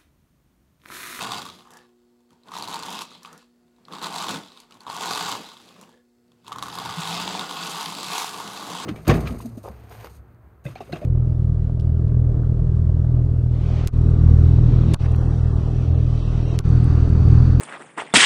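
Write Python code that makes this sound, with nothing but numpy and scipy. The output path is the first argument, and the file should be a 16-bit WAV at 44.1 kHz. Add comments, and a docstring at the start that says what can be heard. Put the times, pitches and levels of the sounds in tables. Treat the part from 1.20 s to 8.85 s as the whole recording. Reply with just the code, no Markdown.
"""A die-cast toy locomotive on mains-fed track over carpet lurches four times, stalling between, then runs on.
In each pull, torque pulses at twice the mains rate make the gear teeth chatter and knock in the metal shell;
wheels and pick-ups scrape the rails, and track bed and floor rumble. As each lurch ends, thin gear rings coast
down and, at three of the stops, the wheels whirr. In the final run the armature whines briefly.
Motor hum, faint iron buzz and a quiet room last throughout."""
import sys
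import numpy as np
from scipy import signal
from scipy.fft import rfft, irfft
from scipy.io import wavfile
from scipy.ndimage import uniform_filter1d

SR = 44100
rng = np.random.default_rng(int(sys.argv[2]) if len(sys.argv) > 2 else 0)


def generate_wav(signal):
    """Clip the signal to [-1, 1] and save it as 16-bit WAV at the path in sys.argv[1]."""
    frames = np.transpose(np.atleast_2d(signal))
    scaled = np.clip(frames, -1, 1) * 32767
    pcm = np.round(scaled).astype(np.int16)
    wavfile.write(sys.argv[1], SR, pcm)


N = 337365
T = np.arange(N) / SR
TORQUE_HZ = 120.0  # twice the mains rate
LURCH_FREE_DB = -4.5  # tooth blows over rubbing when running free

# resonances of the metal shell: (centre [Hz], width [Hz], level [dB])
SHELL_MODES = [(434.3, 60, -10), (680, 70, -8), (760, 90, -2.5), (920, 130, -2), (1055, 90, 0.5),
               (1190, 190, -3.5), (1440, 45, -7.5)]
# resonances of the thin metal: (centre [Hz], width [Hz], level [dB])
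METAL_MODES = [(2160, 280, -5), (2598, 220, 2.5), (3250, 890, 1.5), (4100, 676, 2), (4675, 274, 2.5),
               (5200, 520, -5.5)]
# bands of the pick-up fizz: (centre [Hz], width [Hz], level [dB])
FIZZ_MODES = [(6000, 1620, -1.5), (7830, 1470, 0.5), (9220, 3040, -3.5), (13400, 6300, -15.5)]
# motor pulls: (start [s], end [s])
PULLS = [(-.1, .2), (1.26, 1.84), (2.66, 3.18), (3.62, 4.16), (5.25, 7.7)]


def running():
    """Chatter over steady rubbing rings shell and thin metal; rolling shakes track bed and floor."""
    # track bed resonances: (centre [Hz], width [Hz], level [dB])
    bed_modes = [(167.3, 22.8, -3.5), (346, 470, -14)]
    # floor resonances: (centre [Hz], width [Hz], level [dB])
    floor_modes = [(48.76, 54, -31), (119, 24, -7)]
    # slow changes of colour: (time [s], lift of pick-up fizz [dB], lift of floor thud [dB])
    colour = [(0, -2, 7.5), (.5, 3.5, 4), (1.4, -8, 6), (2.1, -5.5, -8), (2.9, -1.5, -0.5), (3.8, 1, -5),
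              (4.5, 1.5, -4), (5.6, -1.5, 11), (6.3, -0.5, -5.5), (6.8, 1, -4.5), (7.25, 4.5, -0.5),
              (7.65, 2.5, 0)]
    shift_db = 1.3  # each resonance swells by itself as the load moves about the frame

    shell_db, scrape_db, bed_db = drive()
    bright_db, deep_db = curves(colour)
    fizz_db = scrape_db - 7.5 + bright_db
    floor_db = -54 + 0.97 * (bed_db + 40) + deep_db + 2 * walk(9.4)
    blows_db = lurch_db()
    # tight and loose spots in the gear train; the whole chatter sinks a little while tooth blows stand out
    load_db = 0.5 * walk(45) - 0.4 * (blows_db - LURCH_FREE_DB)

    lurch = undb(blows_db)
    contacts = chatter(per_s=220, lock=2.0, scatter_db=3.0, decay_s=.0010)
    teeth = (1 + lurch * contacts) / np.sqrt(1 + lurch + lurch ** 2)  # blows and rubbing share the power
    grit = chatter(per_s=600, lock=.3, scatter_db=3.0, decay_s=.0004)

    layers = ((teeth + 0.66, SHELL_MODES, shell_db + load_db),
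              (teeth + 0.18 * grit, METAL_MODES, scrape_db + load_db),
              (teeth + 0.17 * grit, FIZZ_MODES, fizz_db + load_db),
              (1, bed_modes, bed_db + 1.87 * walk(8.7)),
              (1, floor_modes, floor_db))
    out = gear_coast(teeth, scrape_db + load_db) + wheel_whirr(grit)
    out = out + tooth_tips(teeth, scrape_db, shift_db)
    for push, modes, level_db in layers:
        ringing = body(push * rng.standard_normal(N), modes, shift_db)
        out = out + undb(level_db) * unit(ringing)
    return out


def drive():
    """Shell chatter, gear scrape and track bed levels follow the spurts and then the final run."""
    # one list per spurt, coast and settling: (time [s], shell chatter [dB], gear scrape [dB], bed rumble [dB])
    spurts = [
        [(0, -33, -39, -46), (.07, -36, -41, -47), (.174, -32.5, -36.5, -43.5), (.225, -45, -47, -45.5),
         (.28, -51, -55.5, -49.5), (.35, -60, -58, -55), (.44, -62, -65.5, -65), (.52, -55, -71, -60),
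         (.59, -58, -66, -66), (.73, -80, -82, -80), (1.085, -79.5, -84, -85), (1.12, -74, -77, -60.5),
         (1.16, -67, -79, -69), (1.2, -79, -79, -74)],
        [(1.237, -81, -80, -74), (1.27, -55, -66, -55), (1.3, -49.5, -63, -55), (1.35, -40, -44.5, -49),
         (1.46, -43, -48, -46), (1.55, -35.5, -41, -45.5), (1.59, -42.5, -45, -46.5), (1.81, -40, -41, -47.5),
         (1.875, -63, -58, -57), (1.94, -57, -54, -54), (2.01, -69, -64, -60), (2.065, -53.5, -59, -57),
         (2.15, -55, -71, -49.5), (2.2, -65, -60, -67), (2.31, -82, -83, -75), (2.55, -87, -84, -70),
         (2.6, -79, -80, -65)],
        [(2.64, -87, -81, -64), (2.69, -60, -89, -55), (2.73, -45.5, -47, -44), (2.8, -44, -53, -53),
         (2.84, -31.5, -35, -45), (2.9, -39, -44.5, -45), (3.02, -31, -34, -44.5), (3.06, -39, -44.5, -44),
         (3.1, -33, -36, -38.5), (3.16, -40.5, -44, -40.5), (3.225, -58, -56, -50.5), (3.3, -59.5, -60, -59),
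         (3.41, -62, -57.5, -61), (3.485, -68, -73, -69)],
        [(3.53, -57.5, -65, -58), (3.59, -69, -78, -57), (3.62, -50, -59, -57), (3.66, -52, -68, -55),
         (3.68, -44, -57, -40), (3.71, -35.5, -40.5, -47), (3.77, -37, -44, -48), (3.82, -33.5, -38, -41.5),
         (3.95, -32, -35.5, -39.5), (4.12, -31.5, -34, -42), (4.2, -50, -48, -45), (4.34, -55.5, -56, -57),
         (4.48, -68, -59, -57.5), (4.58, -70, -62, -57), (4.63, -58, -66, -59), (4.74, -72, -71, -62),
         (4.84, -81, -82, -86)],
    ]
    # final run: (time [s], shell chatter [dB], gear scrape [dB], bed rumble [dB])
    run = [(5.12, -89, -85, -67.5), (5.23, -77, -76, -67), (5.275, -49, -52, -55), (5.33, -45.5, -79, -52),
           (5.41, -44, -56, -46.5), (5.44, -39, -45.5, -46.5), (5.52, -42, -46, -46),
           (5.6, -35.5, -42, -44), (5.77, -36, -39.5, -45.5), (5.93, -33, -34, -40),
           (6.05, -37, -37, -40.5), (6.2, -36, -40, -41), (6.285, -40, -41.5, -47), (6.45, -35, -38, -41),
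           (6.52, -41, -38, -43.5), (6.6, -34.5, -35.5, -49), (6.76, -44, -40.5, -41.5),
           (6.89, -37, -36.5, -43), (6.96, -31, -32, -44.5), (7.03, -34.5, -34.5, -45.5),
           (7.11, -39, -42, -49.5), (7.24, -39, -43.5, -43), (7.37, -41, -43.5, -46),
           (7.52, -41, -42.5, -43), (7.65, -34.5, -38, -46)]
    return curves([row for part in spurts + [run] for row in part])


def lurch_db():
    """Blows stand out as the armature strains off and sink into rubbing as speed builds or power drops."""
    start_db, ease_db_per_s = 1.5, 9.5
    out = np.full(N, LURCH_FREE_DB)
    for on, off in PULLS:
        eased = start_db - ease_db_per_s * (T - on)
        out = np.where((T >= on) & (T < off), np.maximum(eased, LURCH_FREE_DB), out)
    return out


def chatter(per_s, lock, scatter_db, decay_s):
    """Envelope of tooth contacts that bunch on each torque pulse and die exponentially."""
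    crowd = np.exp(lock * np.cos(2 * np.pi * TORQUE_HZ * T))
    hit = rng.random(N) < per_s / SR * crowd / crowd.mean()
    size = undb(scatter_db * np.minimum(rng.exponential(size=N), 3.0))
    return unit(tail(hit * size, decay_s))


def tooth_tips(teeth, scrape_db, shift_db):
    """Hard tooth tips tick at random, scaled by the contact envelope, and ring metal and lower fizz bands."""
    ticks_per_s, below_scrape_db = 500, 8
    tips = (rng.random(N) < ticks_per_s / SR) * rng.standard_normal(N) * np.sqrt(teeth)
    ringing = body(tips, METAL_MODES + FIZZ_MODES[:2], shift_db)
    return undb(scrape_db - below_scrape_db) * unit(ringing)


def gear_coast(teeth, level_db):
    """Freewheeling gears ring thin after each pull: a gate opens at its end and closes as they run down."""
    # thin gear rings: (centre [Hz], width [Hz], level [dB])
    coast_modes = [(3400, 240, -1.5), (3900, 400, 0), (4750, 160, -7)]
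    rise_s, fall_s, over_scrape_db = 0.093, 0.23, 1.5
    gate = sum(np.clip((T - off) / rise_s, 0, 1) * np.exp(-((T - off) / fall_s) ** 4) for _, off in PULLS)
    return gate * undb(level_db + over_scrape_db) * wavering(teeth, coast_modes)


def wheel_whirr(grit):
    """Wheels whirr up as they drag to a stop: gritty noise in narrow bands under a bell-shaped swell."""
    # wheel resonances: (centre [Hz], width [Hz], level [dB])
    wheel_modes = [(484, 41, 8), (820, 90, -15), (1240, 120, -14), (1710, 100, 2.5)]
    # whirrs: (middle [s], level [dB])
    stops = [(.56, -57), (2.11, -58), (4.72, -64)]
    half_width_s = 0.08  # to 1/e
    swell = sum(undb(db) * np.exp(-((T - s) / half_width_s) ** 2) for s, db in stops)
    return swell * wavering(1.4 * grit + 1, wheel_modes)


def knocks():
    """Gear play and rods: a sharp crack with ping and rattling tail, and a softer push that rings the shell."""
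    # distinct knocks, levels ahead of the mix gains:
    # (time [s], metal crack [dB], shell ring [dB], fizz [dB], ping pitch [Hz], ring pitch [Hz])
    distinct_knocks = [(0.019, -20.5, -33, -36, 3730, 1080), (0.0263, -22, -32, -35, 3880, 1050),
                       (0.0359, -21, -34, -42, 3620, 880), (0.0454, -21, -34, -44, 3500, 1170),
                       (0.0709, -26, -27, -44, 3560, 1170), (0.1077, -24, -30, -43, 3770, 1120),
                       (0.119, -17, -24.5, -35, 3650, 1110), (0.135, -21, -29, -42, 3580, 1080),
                       (0.1447, -19.5, -29, -40, 3570, 1030), (0.1813, -27, -34, -44, 3870, 950),
                       (0.1936, -32, -31, -44, 4050, 1130), (0.2184, -22, -34, -41, 3640, 1110),
                       (0.2275, -32, -37, -52, 3650, 1190), (0.2535, -34, -32, -41, 3890, 1110),
                       (0.264, -28, -34, -48, 3650, 1120), (0.288, -32, -37, -51, 3750, 1230),
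                       (0.2998, -32, -41, -53, 3880, 1110), (0.339, -49, -60, -61, 3640, 1090),
                       (0.388, -42, -51, -59, 3800, 1170), (0.3944, -40, -53, -65, 3500, 1040),
                       (0.4068, -43, -47, -69, 2860, 1130), (0.421, -48, -53, -72, 3440, 1170),
                       (0.4537, -56, -48, -77, 2860, 1190), (0.4724, -60, -45, -68, 3990, 1070),
                       (0.506, -45, -50, -51, 3480, 1110), (0.5165, -54, -56, -55, 3190, 900),
                       (0.536, -51, -53, -51, 4460, 1110), (0.5707, -48, -50, -50, 3430, 980),
                       (0.5887, -43, -54, -74, 2800, 840), (0.6152, -59, -63, -75, 4100, 890),
                       (0.9618, -73, -71, -87, 3890, 930), (1.005, -65, -65, -74, 3510, 1000),
                       (1.106, -53, -59, -64, 3260, 1230), (1.1304, -57, -53, -69, 4260, 950),
                       (1.2346, -48, -62, -70, 4040, 950), (1.2567, -63, -52, -76, 4410, 970),
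                       (1.2733, -50, -50, -64, 3490, 990), (1.285, -36.5, -47, -59, 3620, 930),
                       (1.29, -54, -38, -75, 3760, 1040), (1.3178, -38, -30, -50, 3830, 1020),
                       (1.3377, -32, -28.5, -47, 3830, 1180), (1.344, -30, -38, -53, 3600, 1070),
                       (1.353, -29, -30, -47, 4030, 950), (1.366, -28, -25, -43, 3800, 970),
                       (1.3852, -30, -29, -41, 4290, 920), (1.3974, -29, -37, -50, 3890, 1060),
                       (1.4093, -31, -30, -52, 3800, 940), (1.424, -21, -29, -39, 4330, 940),
                       (1.4357, -25, -32, -44, 3980, 1120), (1.4415, -26, -37, -47, 4000, 970),
                       (1.4535, -32, -36, -50, 3540, 920), (1.476, -25, -29, -43, 3990, 940),
                       (1.4841, -26, -27, -42, 3970, 1010), (1.494, -32, -32, -48, 4210, 1020),
                       (1.5045, -32, -33, -45, 4300, 1050), (1.5132, -30, -32, -45, 3900, 1030),
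                       (1.5269, -24, -32, -43, 3720, 980), (1.536, -25, -29, -46, 3750, 1000),
                       (1.5424, -22, -24.5, -37.5, 4300, 1010), (1.5576, -22.5, -30, -42, 4000, 1010),
                       (1.5662, -35, -30, -54, 3450, 1000), (1.5913, -30, -33, -41, 3650, 980),
                       (1.6254, -30, -29, -45, 4340, 980), (1.6332, -24, -29.5, -44, 4270, 1000),
                       (1.6509, -38, -30, -55, 3990, 1030), (1.663, -28, -35, -43, 3290, 1080),
                       (1.6837, -29, -29, -48, 3530, 900), (1.6925, -32, -33, -46, 3200, 940),
                       (1.7033, -32, -37, -40.5, 3570, 1000), (1.7136, -30, -31, -46, 3540, 955),
                       (1.7271, -26, -39, -43, 3850, 1160), (1.745, -27, -34, -46, 3580, 1130),
                       (1.7515, -29, -32, -42, 3720, 980), (1.7707, -33, -37, -49, 3450, 900),
                       (1.7827, -28, -33, -51, 3460, 980), (1.7902, -22, -30, -41, 3660, 1120),
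                       (1.8188, -24, -30, -38, 4250, 1080), (1.8292, -38, -37, -55, 4540, 1050),
                       (1.8512, -39, -44, -57, 3890, 1050), (1.916, -43, -41, -61, 3740, 1210),
                       (1.9545, -36, -49, -66, 4110, 830), (1.9783, -51, -53, -71, 4370, 1100),
                       (2.0216, -54, -49, -69, 3130, 1030), (2.0317, -45, -55, -45.5, 4610, 1190),
                       (2.0489, -30.5, -34, -59, 2740, 1140), (2.0577, -34, -41, -54, 3230, 1070),
                       (2.0743, -51, -40, -59, 4450, 1180), (2.129, -45, -44, -50, 3410, 1300),
                       (2.1777, -56, -54, -51, 3370, 1010), (2.2255, -54, -51, -71, 3810, 1070),
                       (2.4801, -60, -71, -83, 3610, 1070), (2.5635, -57, -70, -73, 3830, 950),
                       (2.584, -62, -58, -75, 3780, 960), (2.6522, -38.5, -62, -65, 4190, 1120),
                       (2.6834, -42, -37, -62, 3400, 1140), (2.7171, -39, -41, -57, 3700, 1030),
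                       (2.724, -28, -40, -52, 3500, 1080), (2.735, -29, -29, -49, 4270, 1090),
                       (2.7566, -32, -38, -60, 3600, 940), (2.766, -40.5, -33.5, -58, 3690, 1000),
                       (2.7844, -28, -35, -52, 3860, 960), (2.7933, -34, -34, -54, 3740, 1020),
                       (2.8159, -30, -33, -53, 3430, 990), (2.8265, -27, -33, -41, 3950, 1100),
                       (2.832, -26, -30, -46, 4130, 980), (2.8437, -20, -40, -43, 3990, 1220),
                       (2.8595, -30, -24, -45, 4110, 1040), (2.8681, -26, -27, -42, 3790, 990),
                       (2.9027, -34, -30, -51, 3770, 930), (2.9257, -28, -31, -43, 3470, 1010),
                       (2.9399, -33, -40, -51, 4110, 870), (2.951, -28, -35, -45, 3720, 950),
                       (2.9608, -21, -23, -38, 4210, 920), (2.9828, -21, -31, -46, 3850, 1070),
                       (3.0418, -21, -26, -42, 3590, 1030), (3.068, -29, -25, -47, 3290, 1070),
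                       (3.0843, -18, -34, -38, 3400, 1180), (3.0921, -20, -26, -34, 3410, 960),
                       (3.1102, -27, -30, -40, 3660, 1020), (3.134, -32, -35, -48, 3590, 940),
                       (3.1438, -24, -34, -41, 3700, 960), (3.1596, -24, -31, -46, 3480, 870),
                       (3.1718, -28, -43, -51, 3320, 1000), (3.187, -33, -48, -51, 4410, 1080),
                       (3.236, -37, -47, -60, 3490, 970), (3.2609, -40, -44, -59, 3880, 910),
                       (3.3193, -36, -48, -61, 4080, 1160), (3.3735, -36, -48, -63, 3590, 1200),
                       (3.4016, -36, -48, -47, 4600, 940), (3.509, -40, -47, -58, 3550, 1270),
                       (3.5224, -36, -54, -61, 2940, 990), (3.542, -46, -52, -57, 3980, 1060),
                       (3.5522, -53, -50, -69, 3640, 1090), (3.5704, -48, -50, -64, 3080, 940),
                       (3.6057, -35, -54, -54, 4310, 920), (3.6153, -47, -44, -64, 3500, 1020),
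                       (3.6343, -46, -45, -61, 3850, 920), (3.6666, -34, -27, -51, 3620, 1030),
                       (3.6745, -34, -31, -57, 3790, 980), (3.6807, -33, -30, -59, 3170, 970),
                       (3.6993, -24, -22.5, -43, 4190, 925), (3.7115, -33, -32, -51, 3720, 1140),
                       (3.7655, -31, -27, -38, 3810, 940), (3.7845, -29, -33, -55, 3550, 1120),
                       (3.8096, -20.5, -24.5, -40, 3600, 830), (3.8578, -21, -22.5, -35, 3980, 990),
                       (3.8821, -19, -27, -49, 3700, 890), (3.917, -26, -28, -38, 3800, 1230),
                       (3.9285, -23, -28, -40, 3600, 970), (3.9501, -18.5, -29, -36, 3750, 880),
                       (3.9582, -19, -20.5, -35, 3860, 960), (4.0267, -26, -32, -42, 4080, 1040),
                       (4.093, -31, -20.5, -40, 3740, 1090), (4.124, -16, -25, -38, 3570, 1050),
                       (4.152, -29, -24.5, -46, 3730, 1050), (4.2427, -35, -36, -55, 3470, 880),
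                       (4.2888, -35, -45, -51, 3460, 1050), (4.3172, -42, -43, -64, 3850, 1120),
                       (4.3381, -45, -48, -58, 3950, 900), (4.3687, -36, -45, -59, 3570, 1100),
                       (4.401, -47, -48, -64, 3630, 1210), (4.4809, -44, -51, -65, 3900, 1040),
                       (4.489, -39, -54, -63, 3640, 960), (4.5072, -50, -46, -69, 3610, 1130),
                       (4.5634, -50, -45.5, -64, 3880, 1110), (4.6124, -46, -48, -46.5, 4180, 1160),
                       (4.6272, -50, -42, -60, 3890, 1000), (4.636, -40.5, -53, -67, 2860, 980),
                       (4.6918, -51, -49, -60, 3380, 920), (4.7263, -51, -58, -69, 3120, 850),
                       (5.0804, -62, -75, -77, 4570, 1230), (5.1185, -49.5, -60, -70, 3400, 1050),
                       (5.2015, -65, -62, -82, 3280, 790), (5.246, -53, -50, -64, 3670, 1060),
                       (5.28, -31.5, -33.5, -45.5, 3370, 1010), (5.2945, -52, -38, -68, 2910, 1070),
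                       (5.3197, -28, -24, -46, 3500, 1140), (5.3267, -25, -32, -46, 3650, 1160),
                       (5.3595, -34, -25.5, -47, 3500, 1090), (5.3845, -29, -26, -43.5, 3910, 1130),
                       (5.3926, -29, -40, -60, 3400, 970), (5.4254, -19, -22, -34, 3800, 1100),
                       (5.434, -28, -33, -51, 3680, 1140), (5.4575, -32, -39, -54, 3380, 970),
                       (5.4662, -35, -33, -49, 3710, 1040), (5.4834, -29, -29, -41, 3650, 1130),
                       (5.501, -28, -41, -54, 3520, 900), (5.5278, -28, -34, -51, 3810, 970),
                       (5.5423, -29, -33, -49, 4060, 1040), (5.5536, -29, -27, -39.5, 4000, 1060),
                       (5.5861, -21, -24, -36, 4100, 1050), (5.6205, -30, -41, -47, 3840, 1250),
                       (5.652, -29, -31, -43, 3540, 980), (5.658, -28, -25.5, -46, 3690, 960),
                       (5.6926, -26, -30, -47, 3670, 1110), (5.739, -26, -31, -45, 3440, 1070),
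                       (5.784, -26, -27, -44, 3450, 1040), (5.802, -27, -30, -41, 4450, 1040),
                       (5.82, -23, -41, -49, 3500, 1080), (5.8254, -35, -26.5, -52, 3250, 1040),
                       (5.8445, -26, -41, -44, 3610, 1080), (5.8538, -23, -25, -42, 3510, 1020),
                       (5.8744, -19, -28, -37, 3700, 960), (5.8945, -23, -29, -40, 3580, 1040),
                       (5.928, -19, -36, -39, 3570, 1190), (5.9511, -20, -34, -45, 3400, 895),
                       (6.0354, -23, -30, -41, 3660, 1070), (6.077, -17.5, -22.5, -39, 3620, 900),
                       (6.1288, -36, -29, -51, 3800, 980), (6.1438, -24, -37, -51, 3470, 950),
                       (6.1508, -26, -23, -50, 3990, 920), (6.1941, -14, -27, -37, 3730, 1020),
                       (6.2105, -24, -27, -48, 3400, 930), (6.2939, -25, -36, -48, 3500, 930),
                       (6.3107, -20, -24.5, -41, 3350, 1040), (6.3698, -21, -30, -45, 3370, 980),
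                       (6.411, -25, -38, -51, 3550, 1050), (6.4286, -22, -33, -51, 3680, 1050),
                       (6.4763, -25, -32, -42, 3770, 1040), (6.5453, -27, -28, -49, 3800, 1000),
                       (6.6093, -20, -25, -34, 4040, 1080), (6.6594, -19, -37, -43, 3500, 900),
                       (6.7227, -30, -27, -44, 3640, 970), (6.7507, -33, -38, -50, 3940, 1040),
                       (6.7713, -28, -33, -45, 3890, 980), (6.7858, -26, -29, -39, 3960, 960),
                       (6.83, -25, -30, -37, 4150, 1110), (6.8436, -22, -33, -39, 3330, 1150),
                       (6.8647, -23, -37, -41, 3580, 1070), (6.902, -31, -24, -44, 4060, 1070),
                       (6.9807, -23, -23.5, -29, 3830, 1010), (6.996, -25, -28, -44, 3850, 990),
                       (7.0197, -22, -24, -36, 3690, 1120), (7.0436, -25, -23, -34, 3660, 950),
                       (7.079, -24.5, -34, -41, 3500, 1030), (7.1367, -29, -30, -44, 3730, 1000),
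                       (7.1437, -26, -32, -47, 3500, 1070), (7.2017, -36, -27, -44, 3140, 940),
                       (7.3959, -34, -30, -47, 3530, 814), (7.4256, -32.5, -28, -46, 3880, 1100),
                       (7.5013, -33, -28, -42, 4250, 1030), (7.5172, -33, -26, -44, 3330, 1040),
                       (7.5507, -26, -24, -43, 3640, 980), (7.6005, -28, -28, -39, 3480, 1000)]
    s, crack_db, ring_db, fizz_db, ping_hz, ring_hz = np.r_[rattle(), distinct_knocks].T
    at = (s * SR).astype(int)
    crack, fizz = np.zeros((2, N))
    crack[at], fizz[at] = undb(crack_db), undb(fizz_db)

    crack_env = tail(crack, 0.0018) + undb(-11.0) * tail(crack, 0.010)
    metal = body(crack_env * rng.standard_normal(N), METAL_MODES)
    fizz_env = tail(fizz, 0.0016) + undb(-11) * tail(fizz, 0.014)
    spit = body(undb(12) * fizz + fizz_env * rng.standard_normal(N), FIZZ_MODES)
    ping = bursts(s, crack_db, ping_hz, rise_s=.0001, fall_s=.0009)
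    push = bursts(s, ring_db, ring_hz, rise_s=.0007, fall_s=.002)  # teeth roll into contact

    bright = undb(-6) * metal + undb(-2) * ping + undb(11) * spit
    return bright + undb(1.0) * push + undb(-23.0) * body(push, SHELL_MODES)


def rattle():
    """Rows of further knocks at random times, as strong as the gears then run."""
    per_s, scatter_db = 15, 2
    ping_centre_hz, ping_log_spread = 3620, 0.065
    ring_centre_hz, ring_log_spread = 1070, 0.13
    count = int(per_s * N / SR)
    s = rng.random(count) * N / SR
    crack, ring, fizz, spot, side = rng.standard_normal((5, count))
    shell_db, scrape_db, _ = (np.interp(s, T, level) for level in drive())
    return np.c_[s,
                 scrape_db + 4.0 + scatter_db * crack,
                 shell_db + 3.5 + scatter_db * ring,
                 scrape_db - 4.5 + scatter_db * fizz,
                 ping_centre_hz * np.exp(ping_log_spread * spot),
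                 ring_centre_hz * np.exp(ring_log_spread * side)]


def bursts(s, db, hz, rise_s, fall_s):
    """At each time a few cycles swell and die, at the pitch of the spot that was struck."""
    t, out = T[:SR // 70], np.zeros(N + SR)
    swell = (1 - np.exp(-t / rise_s)) ** 2 * np.exp(-t / fall_s)
    swell = swell / swell.max()
    for at, gain, f in zip((s * SR).astype(int), undb(db), hz):
        out[at:at + len(t)] += gain * swell * np.sin(2 * np.pi * f * t)
    return out[:N]


def motor_tones():
    """Magnetic hum on multiples of the torque rate, the armature's whine and the buzz of the iron."""
    return motor_hum() + armature_whine() + iron_buzz()


def motor_hum():
    """Partials of the torque rate, the higher ones wavering more, the third changing level."""
    # hum partials: (multiple of torque rate [1], RMS level [dB])
    partials = [(2, -63.5), (3, -64), (4, -78), (5, -88), (6, -83), (12, -91)]
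    # third partial: (time [s], level change [dB])
    third_change = [(0, 1.5), (.94, 0), (1.02, -6), (2.2, -9), (2.62, -5), (3.42, -9), (3.52, -5),
                    (4.7, -4), (4.93, -8), (5.16, -6)]
    third_db, = curves(third_change)
    hum = np.zeros(N)
    for k, db in partials:
        level_db = db + k / 4 * walk(8) + (k == 3) * third_db
        hum += undb(level_db) * np.sin(2 * np.pi * (k * TORQUE_HZ * T + rng.random()))
    return np.sqrt(2) * hum


def armature_whine():
    """The armature whines briefly through the track bed: one sine of gliding pitch and fluttering level."""
    # whine: (time [s], pitch [Hz], RMS level [dB])
    glide = [(5.75, 160.4, -43), (5.796, 167, -38), (5.83, 156.5, -51), (5.898, 169, -37.5),
             (6.05, 176.6, -43), (6.098, 194.7, -40), (6.199, 192, -50)]
    hz, db = curves(glide)
    fade = np.clip(np.minimum(T - glide[0][0], glide[-1][0] - T) / 0.026, 0, 1)
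    tone = np.sin(2 * np.pi * np.cumsum(hz) / SR)
    return np.sqrt(2) * fade * undb(db + 3.3 * walk(40)) * tone


def iron_buzz():
    """Loose laminations rattle once per magnetic pull: pulsed noise through their resonances."""
    # lamination resonances: (centre [Hz], width [Hz], level [dB])
    coil_modes = [(4420, 60, 0), (5130, 40, -4), (7560, 500, -11)]
    pull = np.exp(1.3 * np.cos(2 * np.pi * TORQUE_HZ * T))
    return undb(-85) * unit(body(pull * rng.standard_normal(N), coil_modes))


def room():
    """Smooth hiss and low murmur of the house: noise shaped by a spectrum drawn over log frequency."""
    # room spectrum: (frequency [Hz], relative density [dB per Hz])
    spectrum = [(25, -25), (45, 14.5), (120, 7.5), (260, 5), (420, 11), (600, 0.5), (1000, -18), (1600, -7),
                (2000, -4), (3000, -26), (4600, -12.5), (6000, -10.5), (10000, -13), (16000, -13.5)]
    hz, db = np.transpose(spectrum)
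    f = np.maximum(np.arange(N // 2 + 1) * SR / N, 1)
    gain = undb(np.interp(np.log(f), np.log(hz), db))
    return undb(-73) * unit(irfft(rfft(rng.standard_normal(N)) * gain, N))


def carpet_echo(dry_train):
    """A carpeted room's short, dull, diffuse echo: decaying low-passed noise, convolved."""
    t = T[:SR // 3]
    decay = undb(-60 * t / 0.29) * (t > .004)
    echo = signal.lfilter([.5], [1, -.5], rng.standard_normal(len(t))) * decay
    return signal.fftconvolve(dry_train, echo / np.sqrt(np.sum(echo ** 2)))[:N]


def undb(db):
    """Decibels to amplitude."""
    return 10 ** (np.asarray(db) / 20)


def unit(x):
    """Scale to RMS 1."""
    return x / np.sqrt(np.mean(x ** 2))


def band(x, hz, width):
    """Two-pole resonance, gain 1 at the centre."""
    return signal.lfilter(*signal.iirpeak(hz, hz / width, fs=SR), x)


def body(x, modes, shift_db=0.):
    """Sum of resonances; overlapping neighbours in opposite phase fill their gap, lone ones keep a valley."""
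    hz, width, db = np.transpose(modes)
    overlaps = np.diff(hz) < width[1:] + width[:-1]
    signs = np.cumprod(np.r_[1, np.where(overlaps, -1, 1)])
    out = 0
    for sign, f, w, level_db in zip(signs, hz, width, db):
        if shift_db:
            level_db = level_db + shift_db * walk(14)
        out = out + sign * undb(level_db) * band(x, f, w)
    return out


def wavering(push, modes):
    """Thin resonances that each swell and fade on their own."""
    out = 0
    for hz, width, db in modes:
        ring = band(push * rng.standard_normal(N), hz, width)
        out = out + undb(db + 3.0 * walk(14)) * ring
    return unit(out)


def tail(x, seconds):
    """Every impulse becomes an exponential envelope of the same peak."""
    return signal.lfilter([1], [1, -np.exp(-1 / (seconds * SR))], x)


def walk(rate_hz):
    """Random levels held 1 / rate_hz and slewed twice; RMS 1."""
    k = int(SR / rate_hz)
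    steps = np.repeat(rng.standard_normal(N // k + 1), k)
    return unit(uniform_filter1d(uniform_filter1d(steps, k), k)[:N])


def curves(table):
    """Columns of a table joined by straight lines in time."""
    s, *columns = np.transpose(table)
    return [np.interp(T, s, c) for c in columns]


def scene():
    """Train with its echo, over motor tones and room."""
    train = running() + knocks()
    return (train + undb(-14.5) * carpet_echo(train) + motor_tones() + room())[None]


def record(dry):
    """The phone cuts the top: a steep elliptic low-pass."""
    top_hz = 15900
    return signal.sosfilt(signal.ellip(10, .2, 80, top_hz, fs=SR, output="sos"), dry)


dry = scene()
out = record(dry)
generate_wav(out)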